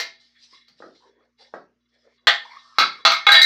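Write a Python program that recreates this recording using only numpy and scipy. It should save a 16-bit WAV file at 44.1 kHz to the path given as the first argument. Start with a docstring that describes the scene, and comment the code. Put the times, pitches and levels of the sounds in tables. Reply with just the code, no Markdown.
"""Whisking egg in a steel bowl

A wire whisk stirs egg mixture in a steel bowl in a small kitchen. Hard clinks, sums of dying bowl modes
plus a burst of wire noise, overload the microphone. Dull bumps of the bowl on the table are short low
pulses with resonant noise. Faint scraping is a train of tiny slips ringing the damped bowl, swishing is
hiss with random level patches as a noise suppressor leaves, and slopping is such noise in a wandering
resonance. An appliance hums faintly in sines."""
import sys
import numpy as np
from scipy import signal
from scipy.fft import rfft, irfft
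from scipy.io import wavfile
from scipy.ndimage import uniform_filter1d, minimum_filter1d

SR = 44100
rng = np.random.default_rng(int(sys.argv[2]) if len(sys.argv) > 2 else 0)


def undo_db(level):
    """Turn decibels back into plain size, where 20 dB means ten times bigger."""
    steps = np.asarray(level, float) / 20
    return 10 ** steps


def transcribe(u):
    """Save the signal u as a 16-bit wav file named by the first command-line argument.

    u: samples, shape (n,) or (channels, n), limited to [-1, 1]; the rate is SR.
    q: integer samples, one column per channel.
    """
    v = np.clip(np.atleast_2d(u).T, -1, 1)
    q = np.round(v * 32767).astype(np.int16)
    wavfile.write(sys.argv[1], SR, q)


N = 152145
HOLD_S = 0.022  # the last level of a stroke is held this long, up to the next hit


def evened(x):
    """Normalisation: scales a signal to unit rms."""
    return x / np.sqrt(np.mean(x ** 2) + 1e-20)


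def read(points, hz):
    """Spectral envelope: interpolates a table on a log-frequency axis."""
    table_hz, value = np.transpose(points)
    return np.interp(np.log(hz + 1), np.log(table_hz + 1), value)


def add(mix, s, sound):
    """Superposition: adds a sound into the mix from a given time on."""
    part = mix[max(round(s * SR), 0):][:len(sound)]
    part += sound[:len(part)]


def level(strokes):
    """Amplitude envelope: gain from the level curves of separate strokes, silent between."""
    t, gain = np.arange(N) / SR, np.zeros(N)
    for stroke in strokes:
        s, db = np.transpose(stroke)[:2]
        sounding = (t > s[0]) * (t < s[-1] + HOLD_S)
        gain += undo_db(np.interp(t, s, db)) * sounding
    return uniform_filter1d(gain, size=300)


def noise(tone, patchy_db, wide, long):
    """Coloured noise: random spectra with level patches, wide in bins and long in frames."""
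    real, imaginary, patches = rng.standard_normal((N // 128 + 5, 257, 3)).T
    patches = uniform_filter1d(patches, size=wide, axis=0)
    patches = evened(uniform_filter1d(patches, size=long, axis=1))
    colour_db = read(tone, np.fft.rfftfreq(512, 1 / SR))[:, None]
    spectra = (real + 1j * imaginary) * undo_db(colour_db + patchy_db * patches)
    return evened(signal.istft(spectra, nperseg=512, noverlap=384)[1][:N])


# frequencies at which the spot table is given [Hz]
SPOT_FREQUENCIES = [500, 750, 1270, 1610, 1812, 2150, 3400, 3900, 4340, 4700, 6160, 8750, 12000]
# how strongly a blow at each spot excites the bowl: spot name -> (level [dB], one per frequency above)
SPOT_LEVELS = {"lip": [2, -7, -16, -10, -3.5, -4, -9, -4, 0, 1, 4.5, 6.5, 12], "far": [-5.5, -0.5, -9, -4,
               5.5, -8, 1.5, -6, -7.5, -10.5, -1.5, -1, -0.5], "near": [-27, -17, 3, -5, -16, -0.5, -11, -3,
               -2, -5, -1, 0, 7], "side": [-9, -13, -17, 1, 8, -4.5, -32.5, 15.5, -1, 0.5, 6, 19, 20],
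               "brim": [-6, -2, 2.5, -5.5, -4.5, -3.5, -1.5, -3.5, 6, -4.5, 4.5, 1.5, 2.5], "wall": [-2,
               5.5, 5.5, 18, -24.5, 10.5, 3.5, 9, -4.5, -3, 5, 0, 2.5], "low": [-7.5, -1, -9, 10.5, 17.5, 7,
               7, 17.5, -8.5, 12.5, -5.5, 2, -1.5]}


def spot_db(spot, hz):
    """Modal excitation: the point struck decides how strongly each frequency is driven."""
    return read(list(zip(SPOT_FREQUENCIES, SPOT_LEVELS[spot])), hz)


# modes of the bowl: frequency [Hz]
MODE_HZ = [490, 668, 818, 1034, 1200, 1272, 1355, 1610, 1812, 2013, 2104, 2165, 2302, 2520, 2830, 3100,
           3380, 3425, 3895, 3970, 4085, 4342, 4690, 4850, 5155, 5290, 6160, 7520, 8750, 11610, 13150,
           13510, 14820]
# the same modes: (relative level [dB], decay time t60 at damping 1 [s])
MODE_DECAYS = [(-18, .15), (-17, 0.29), (-15.5, 0.21), (-13, 0.17), (-24.5, .2), (2.5, 0.072), (-8, 0.17),
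               (-15.5, 0.18), (-9, 0.29), (-30.5, 0.54), (-3.5, 0.18), (-4.5, 0.21), (-23, .3),
               (-15.5, 0.07), (-18.5, 0.19), (-20, 0.16), (0.5, 0.11), (-3, 0.19), (-9, 0.21), (-12, 0.24),
               (-20, .27), (-2.5, 0.1), (-7, 0.2), (-60.5, .2), (-42, 0.54), (-45, .15), (-20.5, .18),
               (-28.5, 0.14), (-38, 0.13), (-42.5, .1), (-41.5, .09), (-45, .09), (-43.5, .1)]
CONTACT_S = 0.000456  # rise time of a blow
# every mode is a close pair, split at random; chance also in how a blow meets each mode
TWIN_HZ, TWIN_SHARE, SPOT_SCATTER_DB = 16, 0.5, 1.5
# faint long after-ring, this many times slower
LINGER_DB, LINGER_SLOWER = -32, 4.27
# random slow wavering roughens the ring; rate for a mode at 1 kHz
WAVER, WAVER_HZ = 0.47, 37.6


def ring(spot, damping):
    """Modal synthesis: the bowl answers one blow with wavering pairs of exponentially dying modes."""
    t, hz = np.arange(SR // 2)[:, None] / SR, np.array(MODE_HZ)
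    db, t60 = np.transpose(MODE_DECAYS)
    scatter, split, twin_phase, phase = rng.standard_normal((len(hz), 4)).T
    db = db + spot_db(spot, hz) + SPOT_SCATTER_DB * scatter
    knots = rng.standard_normal((len(hz), 99))
    # higher modes waver faster
    rates = WAVER_HZ * (hz / 1000) ** 0.67
    wander = [np.interp(t[:, 0] * rate, np.arange(99), knot) for rate, knot in zip(rates, knots)]
    waver = 1 + WAVER * np.transpose(wander)
    twin = np.sin(2 * np.pi * ((hz + TWIN_HZ * split) * t + twin_phase))
    pair = np.sin(2 * np.pi * (hz * t + phase)) + TWIN_SHARE * twin
    fall_db = 60 * t * damping / t60
    decay = undo_db(db - fall_db) + undo_db(db + LINGER_DB - fall_db / LINGER_SLOWER)
    rise = np.minimum(t[:, 0] / CONTACT_S, 1)
    fade_out = np.minimum(20 * (0.5 - t[:, 0]), 1)
    return (pair * waver * decay).sum(1) / 4 * rise * fade_out


# blows of the whisk on steel: (time [s], relative level [dB], spot on the bowl)
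BLOWS = [(.0, -17, "lip"), (0.6818, -51, "lip"), (2.2701, -0.5, "far"), (2.7846, -1.5, "near"),
         (2.82, -19, "wall"), (3.0508, 0, "brim"), (3.103, -14.5, "brim"), (3.118, -10.5, "near"),
         (3.146, -24, "near"), (3.2668, -6.5, "wall"), (3.291, 4, "wall"), (3.319, 1, "side"),
         (3.343, -3.5, "low"), (3.37, -21, "low"), (3.4167, -1.5, "side")]
# spectrum of wires clashing: (frequency [Hz], relative density [dB per Hz])
CLASH_TONE = [(60, -38.5), (300, -42.5), (690, -14), (1300, -2), (2100, -8.5), (2800, -10), (3900, -2),
              (5000, -12), (6500, -30), (9500, -49), (13000, -45.5), (16000, -49.5)]
CLASH_DB, CLASH_T60_S = -3, 0.064


def clinks():
    """Impact excitation: each blow gives a ring of the bowl and a decaying noise clash of wires."""
    rings, clashes = np.zeros((2, N))
    t, hz = np.arange(8192) / SR, np.fft.rfftfreq(8192, 1 / SR)
    for s, db, spot in BLOWS:
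        tone = undo_db(read(CLASH_TONE, hz) + spot_db(spot, hz))
        clash = evened(irfft(rfft(rng.standard_normal(len(t))) * tone))
        decay = undo_db(db + CLASH_DB - 60 * t / CLASH_T60_S)
        add(rings, s, undo_db(db) * ring(spot, damping=0.93))
        add(clashes, s, decay * np.minimum(t / CONTACT_S, 1) * clash)
    return rings, clashes


# bowl bumping the table: (time [s], relative level [dB], pitch [Hz], rise of the rattle [s])
TABLE_BUMPS = [(0.526, -53, 347, 0.012), (.70, -54, 145, 0.0055), (.802, -39, 463, 0.0015),
               (.822, -31, 1300, 0.0012), (0.839, -32.5, 443, 0.0059), (0.859, -41, 320, 0.018),
               (.885, -40.5, 523, 0.0045), (1.5378, -18.5, 650, 0.0026), (1.548, -36.5, 350, 0.011),
               (1.573, -53, 160.5, .01), (0.044, -47, 430, 0.0051)]
BUMP_T60_S, BUMP_TOP_HZ = 0.024, 1944
BUMP_Q, BUMP_BODY_DB = 1.75, -1.5


def bumps():
    """Heavily damped impact: a short low push and a resonant rattle of the table top, without ring."""
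    out, t = np.zeros(N), np.arange(4000) / SR
    for s, db, hz, rise in TABLE_BUMPS:
        push = np.sin(2 * np.pi * hz * t) * np.exp(-((t * hz - 1) / 0.5) ** 2)
        rattle = signal.lfilter(*signal.iirpeak(hz, BUMP_Q, fs=SR), rng.standard_normal(len(t)))
        decay = undo_db(BUMP_BODY_DB - 60 * t / BUMP_T60_S)
        add(out, s, undo_db(db) * (push + evened(rattle) * decay * np.minimum(t / rise, 1)))
    return signal.sosfilt(signal.butter(N=8, Wn=BUMP_TOP_HZ, fs=SR, output="sos"), out)


# strokes of wires dragging over steel: (time [s], level [dB])
SCRAPE_STROKES = [
    [(0.15, -61.5), (0.34, -75), (0.36, -58), (0.5, -79.5), (0.536, -52.5), (0.676, -66), (0.684, -60),
     (0.748, -84), (0.79, -68)],
    [(0.95, -61), (0.992, -81), (1.002, -71), (1.042, -91.5), (1.078, -68.5), (1.156, -76), (1.232, -70.5),
     (1.296, -90), (1.35, -90)],
    [(1.37, -97), (1.388, -65), (1.4, -57), (1.412, -64.5), (1.422, -58), (1.44, -63), (1.452, -58),
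     (1.526, -79.5), (1.53, -77)],
    [(1.8, -83), (1.85, -86), (1.862, -74), (1.88, -93.5), (1.94, -69), (1.966, -68), (1.976, -77),
     (2.192, -69), (2.245, -78)],
    [(2.5, -49), (2.566, -52), (2.576, -48), (2.59, -45), (2.598, -55), (2.724, -85.5), (2.765, -59)],
    [(2.95, -52), (2.956, -49), (3.035, -56)],
    [(3.2, -51), (3.246, -46.5), (3.255, -43)],
]
# spectrum of the hiss in the scrape: (frequency [Hz], relative density [dB per Hz])
SCRAPE_COLOUR = [(800, -42), (1400, -27), (1790, 2.5), (2340, -2.5), (2900, -30), (6000, -45)]
SLIPS_PER_S, SLIP_SPREAD_DB = 900, 2.5
SCRAPE_RING = 0.7  # share of ring against hiss
SCRAPE_LOW_HZ, SCRAPE_TOP_HZ = 1450, 4600


def scrape():
    """Stick-slip friction: tiny random slips of the wires ring the damped bowl, amid a hiss."""
    sizes = undo_db(SLIP_SPREAD_DB * np.minimum(rng.exponential(1, N), 4))
    slips = sizes * (rng.random(N) < SLIPS_PER_S / SR) * rng.choice([-1., 1.], N)
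    # the contact moves on to the next of three spots every 6000 samples
    place = (np.arange(N) // 6000) % 3
    rung = np.zeros(N)
    for k, spot in enumerate(["lip", "low", "far"]):
        rung += signal.oaconvolve(slips * (place == k), ring(spot, damping=2.9))[:N]
    band = signal.butter(N=4, Wn=[SCRAPE_LOW_HZ, SCRAPE_TOP_HZ], btype="band", fs=SR, output="sos")
    rung = evened(signal.sosfilt(band, rung))
    hiss = noise(SCRAPE_COLOUR, 3, wide=3, long=25)
    both = SCRAPE_RING * rung + (1 - SCRAPE_RING) * hiss
    local_rms = np.sqrt(uniform_filter1d(both ** 2, size=3000))
    return level(SCRAPE_STROKES) * both / local_rms


# strokes of the wires hissing through the mixture: (time [s], level [dB])
SWISH_STROKES = [
    [(0.2, -59.5), (0.376, -71), (0.44, -51), (0.484, -60), (0.548, -54), (0.67, -75), (0.692, -64),
     (0.762, -78), (0.792, -59.5), (0.932, -68.5), (0.958, -63), (1.086, -69.5), (1.204, -105),
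     (1.256, -76), (1.266, -91), (1.35, -97)],
    [(1.37, -97), (1.378, -81), (1.39, -62), (1.418, -54.5), (1.532, -72.5), (1.544, -58.5), (1.66, -79.5),
     (1.686, -97), (1.75, -97)],
    [(1.85, -97), (1.882, -99), (1.89, -78.5), (1.928, -81), (1.942, -70), (1.97, -76), (2.064, -69),
     (2.082, -84), (2.09, -73), (2.116, -74), (2.168, -72), (2.202, -105), (2.21, -79), (2.245, -93)],
    [(2.45, -54), (2.48, -59.5), (2.578, -56.5), (2.588, -58), (2.748, -61.5), (2.765, -60)],
    [(2.93, -44), (2.936, -63), (3.012, -59), (3.035, -72)],
    [(3.19, -30), (3.196, -55), (3.255, -60)],
]
# spectrum of that hiss: (frequency [Hz], relative density [dB per Hz])
SWISH_COLOUR = [(2000, -17), (2900, -4.5), (4030, 4), (5500, 2), (6500, -14), (8000, -21), (16000, -54)]


def swish():
    """Shaped noise: hiss of the wires through the mixture, with level patches as a noise suppressor leaves."""
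    return level(SWISH_STROKES) * noise(SWISH_COLOUR, 3.5, wide=3, long=25)


# strokes of mixture slopping: (time [s], level [dB], pitch [Hz])
SLOP_STROKES = [
    [(0.69, -87.5, 500), (0.714, -82, 507), (0.784, -72, 493), (0.79, -70, 480)],
    [(0.95, -58, 393), (1.012, -80, 441), (1.066, -57.5, 422), (1.138, -71.5, 390), (1.202, -60, 356),
     (1.228, -66, 453), (1.258, -63, 479), (1.32, -94, 455)],
    [(1.39, -74, 530), (1.404, -61, 504), (1.458, -68, 540), (1.502, -72.5, 530), (1.516, -82, 489),
     (1.525, -68.5, 477)],
    [(1.9, -89, 410), (1.936, -78, 467), (1.986, -73, 495), (2.022, -80, 492), (2.076, -56, 453),
     (2.192, -94, 410), (2.226, -73, 390), (2.245, -69, 373)],
    [(2.95, -60, 450), (2.986, -74, 457), (3.002, -60, 464), (3.028, -69, 467), (3.035, -65, 468)],
    [(0.46, -100, 924), (0.466, -101, 936), (0.482, -72, 920), (0.504, -78, 1000), (0.528, -61, 1050),
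     (0.548, -62, 1090), (0.66, -91, 1100)],
    [(1.0, -71, 940), (1.032, -57.5, 890), (1.118, -75, 935), (1.148, -89, 941), (1.168, -77, 808),
     (1.21, -73, 1140), (1.3, -88, 812)],
    [(1.37, -93, 845), (1.378, -101, 823), (1.386, -79, 820), (1.4, -60, 765), (1.426, -58, 750),
     (1.514, -79, 800), (1.525, -68, 798)],
    [(2.02, -101, 1160), (2.05, -80, 1240), (2.108, -85, 1174), (2.138, -80, 910), (2.16, -119, 935),
     (2.18, -76, 1060), (2.245, -79, 1030)],
    [(2.45, -44.5, 935), (2.478, -51, 938), (2.496, -52, 890), (2.566, -46.5, 1126), (2.622, -57.5, 1076),
     (2.765, -58, 1170)],
    [(2.95, -56, 1230), (2.964, -56, 1250), (2.98, -73, 1210), (2.994, -42, 1180), (3.035, -66, 1180)],
]
# spectrum of the slopping noise: (frequency [Hz], relative density [dB per Hz])
SLOP_COLOUR = [(150, -92), (280, -11.5), (600, -5), (1200, 4.5), (1700, 10), (4000, -73)]
SLOP_WIDTH_HZ = 246  # bandwidth of each of the two resonator poles
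SLOP_BROAD_DB = -9  # unresonated noise against the hollow part


def slop():
    """Resonance: low noise with random level patches, for the slopping mixture, at a wandering hollow pitch."""
    out, t = np.zeros(N), np.arange(N) / SR
    pole = np.exp(-np.pi * SLOP_WIDTH_HZ / SR)
    double_pole = np.convolve([1, -pole], [1, -pole])
    low_noise = noise(SLOP_COLOUR, 3.5, wide=2, long=14)
    for stroke in SLOP_STROKES:
        s, _, hz = np.transpose(stroke)
        # shift the pitch down to 0 Hz, low-pass there, shift back
        carrier = np.exp(2j * np.pi * np.cumsum(np.interp(t, s, hz)) / SR)
        hollow = signal.lfilter([1], double_pole, low_noise / carrier) * carrier
        out += level([stroke]) * (evened(hollow.real) + undo_db(SLOP_BROAD_DB) * low_noise)
    return out


# reverberation of the kitchen: (frequency [Hz], decay time t60 [s])
KITCHEN_DECAYS = [(200, 0.47), (600, 0.24), (2000, 0.28), (5000, 0.26), (12000, 0.13)]


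def kitchen(x):
    """Reverberation: sparse echoes of random sign, each band dying at its own speed."""
    taps = np.zeros(SR // 2)
    at = np.arange(120, len(taps) - 20, 20)
    taps[at + rng.integers(0, 20, len(at))] = rng.choice([-1., 1.], len(at))
    hz, t, z = signal.stft(taps, SR, nperseg=256)
    decay = undo_db(-60 * t / read(KITCHEN_DECAYS, hz)[:, None])
    tail = signal.istft(z * decay, SR, nperseg=256)[1]
    return signal.fftconvolve(x, tail / np.linalg.norm(tail))[:N]


# appliance hum ahead of the microphone: (frequency [Hz], level [dB rms])
HUM_TONES = [(60, -61), (120, -75.5), (240, -74)]
# spectrum of the room noise: (frequency [Hz], relative density [dB per Hz])
ROOM_TONE = [(20, 22.5), (60, 24.5), (120, 4), (200, 0), (300, 10), (820, -25.5), (1100, 0.5), (2700, -6),
             (4150, -13), (6000, -8), (8000, -29), (15000, -30)]
ROOM_DB = -75.5  # rms ahead of the microphone


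def background():
    """Stationary noise floor: faint coloured room noise and the harmonic hum of an appliance."""
    t, hum = np.arange(N) / SR, np.zeros(N)
    for hz, db in HUM_TONES:
        hum += np.sqrt(2) * undo_db(db) * np.sin(2 * np.pi * (hz * t + rng.random()))
    return hum + undo_db(ROOM_DB) * noise(ROOM_TONE, 2.5, wide=4, long=10)


# less echo for the ring, so the random echoes do not recolour its modes
KNOCK_ECHO_DB, RING_ECHO_DB = -1, -5


def scene():
    """Superposition: blows and bumps, direct and reverberated, over the stirring and background."""
    rings, clashes = clinks()
    knocks = clashes + bumps()
    echo = kitchen(undo_db(KNOCK_ECHO_DB) * knocks + undo_db(RING_ECHO_DB) * rings)
    stirring = scrape() + swish() + slop()
    return (rings + knocks + echo + stirring + background())[None]


MIC_LOW_HZ, EDGE_HZ = 247, 15800  # lower and upper band limits
LIMIT_DB, LIMIT_DB_PER_S = 0.4, 250  # limiter threshold and release rate
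OVERLOAD = 0.98  # clipping level


def top_cut(x):
    """Nothing passes above the cut-off."""
    return signal.sosfilt(signal.butter(12, 15800, fs=SR, output="sos"), x)


def record(dry):
    """Microphone overload: thinned bass, a fast limiter, a band limit and hard clipping."""
    x = signal.sosfilt(signal.butter(N=2, Wn=MIC_LOW_HZ, btype="high", fs=SR, output="sos"), dry)
    # peak follower falling at a constant rate
    fall_db = np.arange(N) * LIMIT_DB_PER_S / SR
    peak_db = np.maximum.accumulate(20 * np.log10(abs(x[0]) + 1e-9) + fall_db) - fall_db
    # running maximum of the excess, then smoothed
    over_db = -minimum_filter1d(-np.maximum(peak_db - LIMIT_DB, 0), size=61)
    x = x / undo_db(uniform_filter1d(over_db, size=61))
    low_pass = signal.firwin(511, EDGE_HZ, window=("kaiser", 9), fs=SR)
    x = signal.oaconvolve(x, low_pass[None], "same")
    return top_cut(np.clip(x, -OVERLOAD, OVERLOAD))


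dry = scene()
out = record(dry)
transcribe(out)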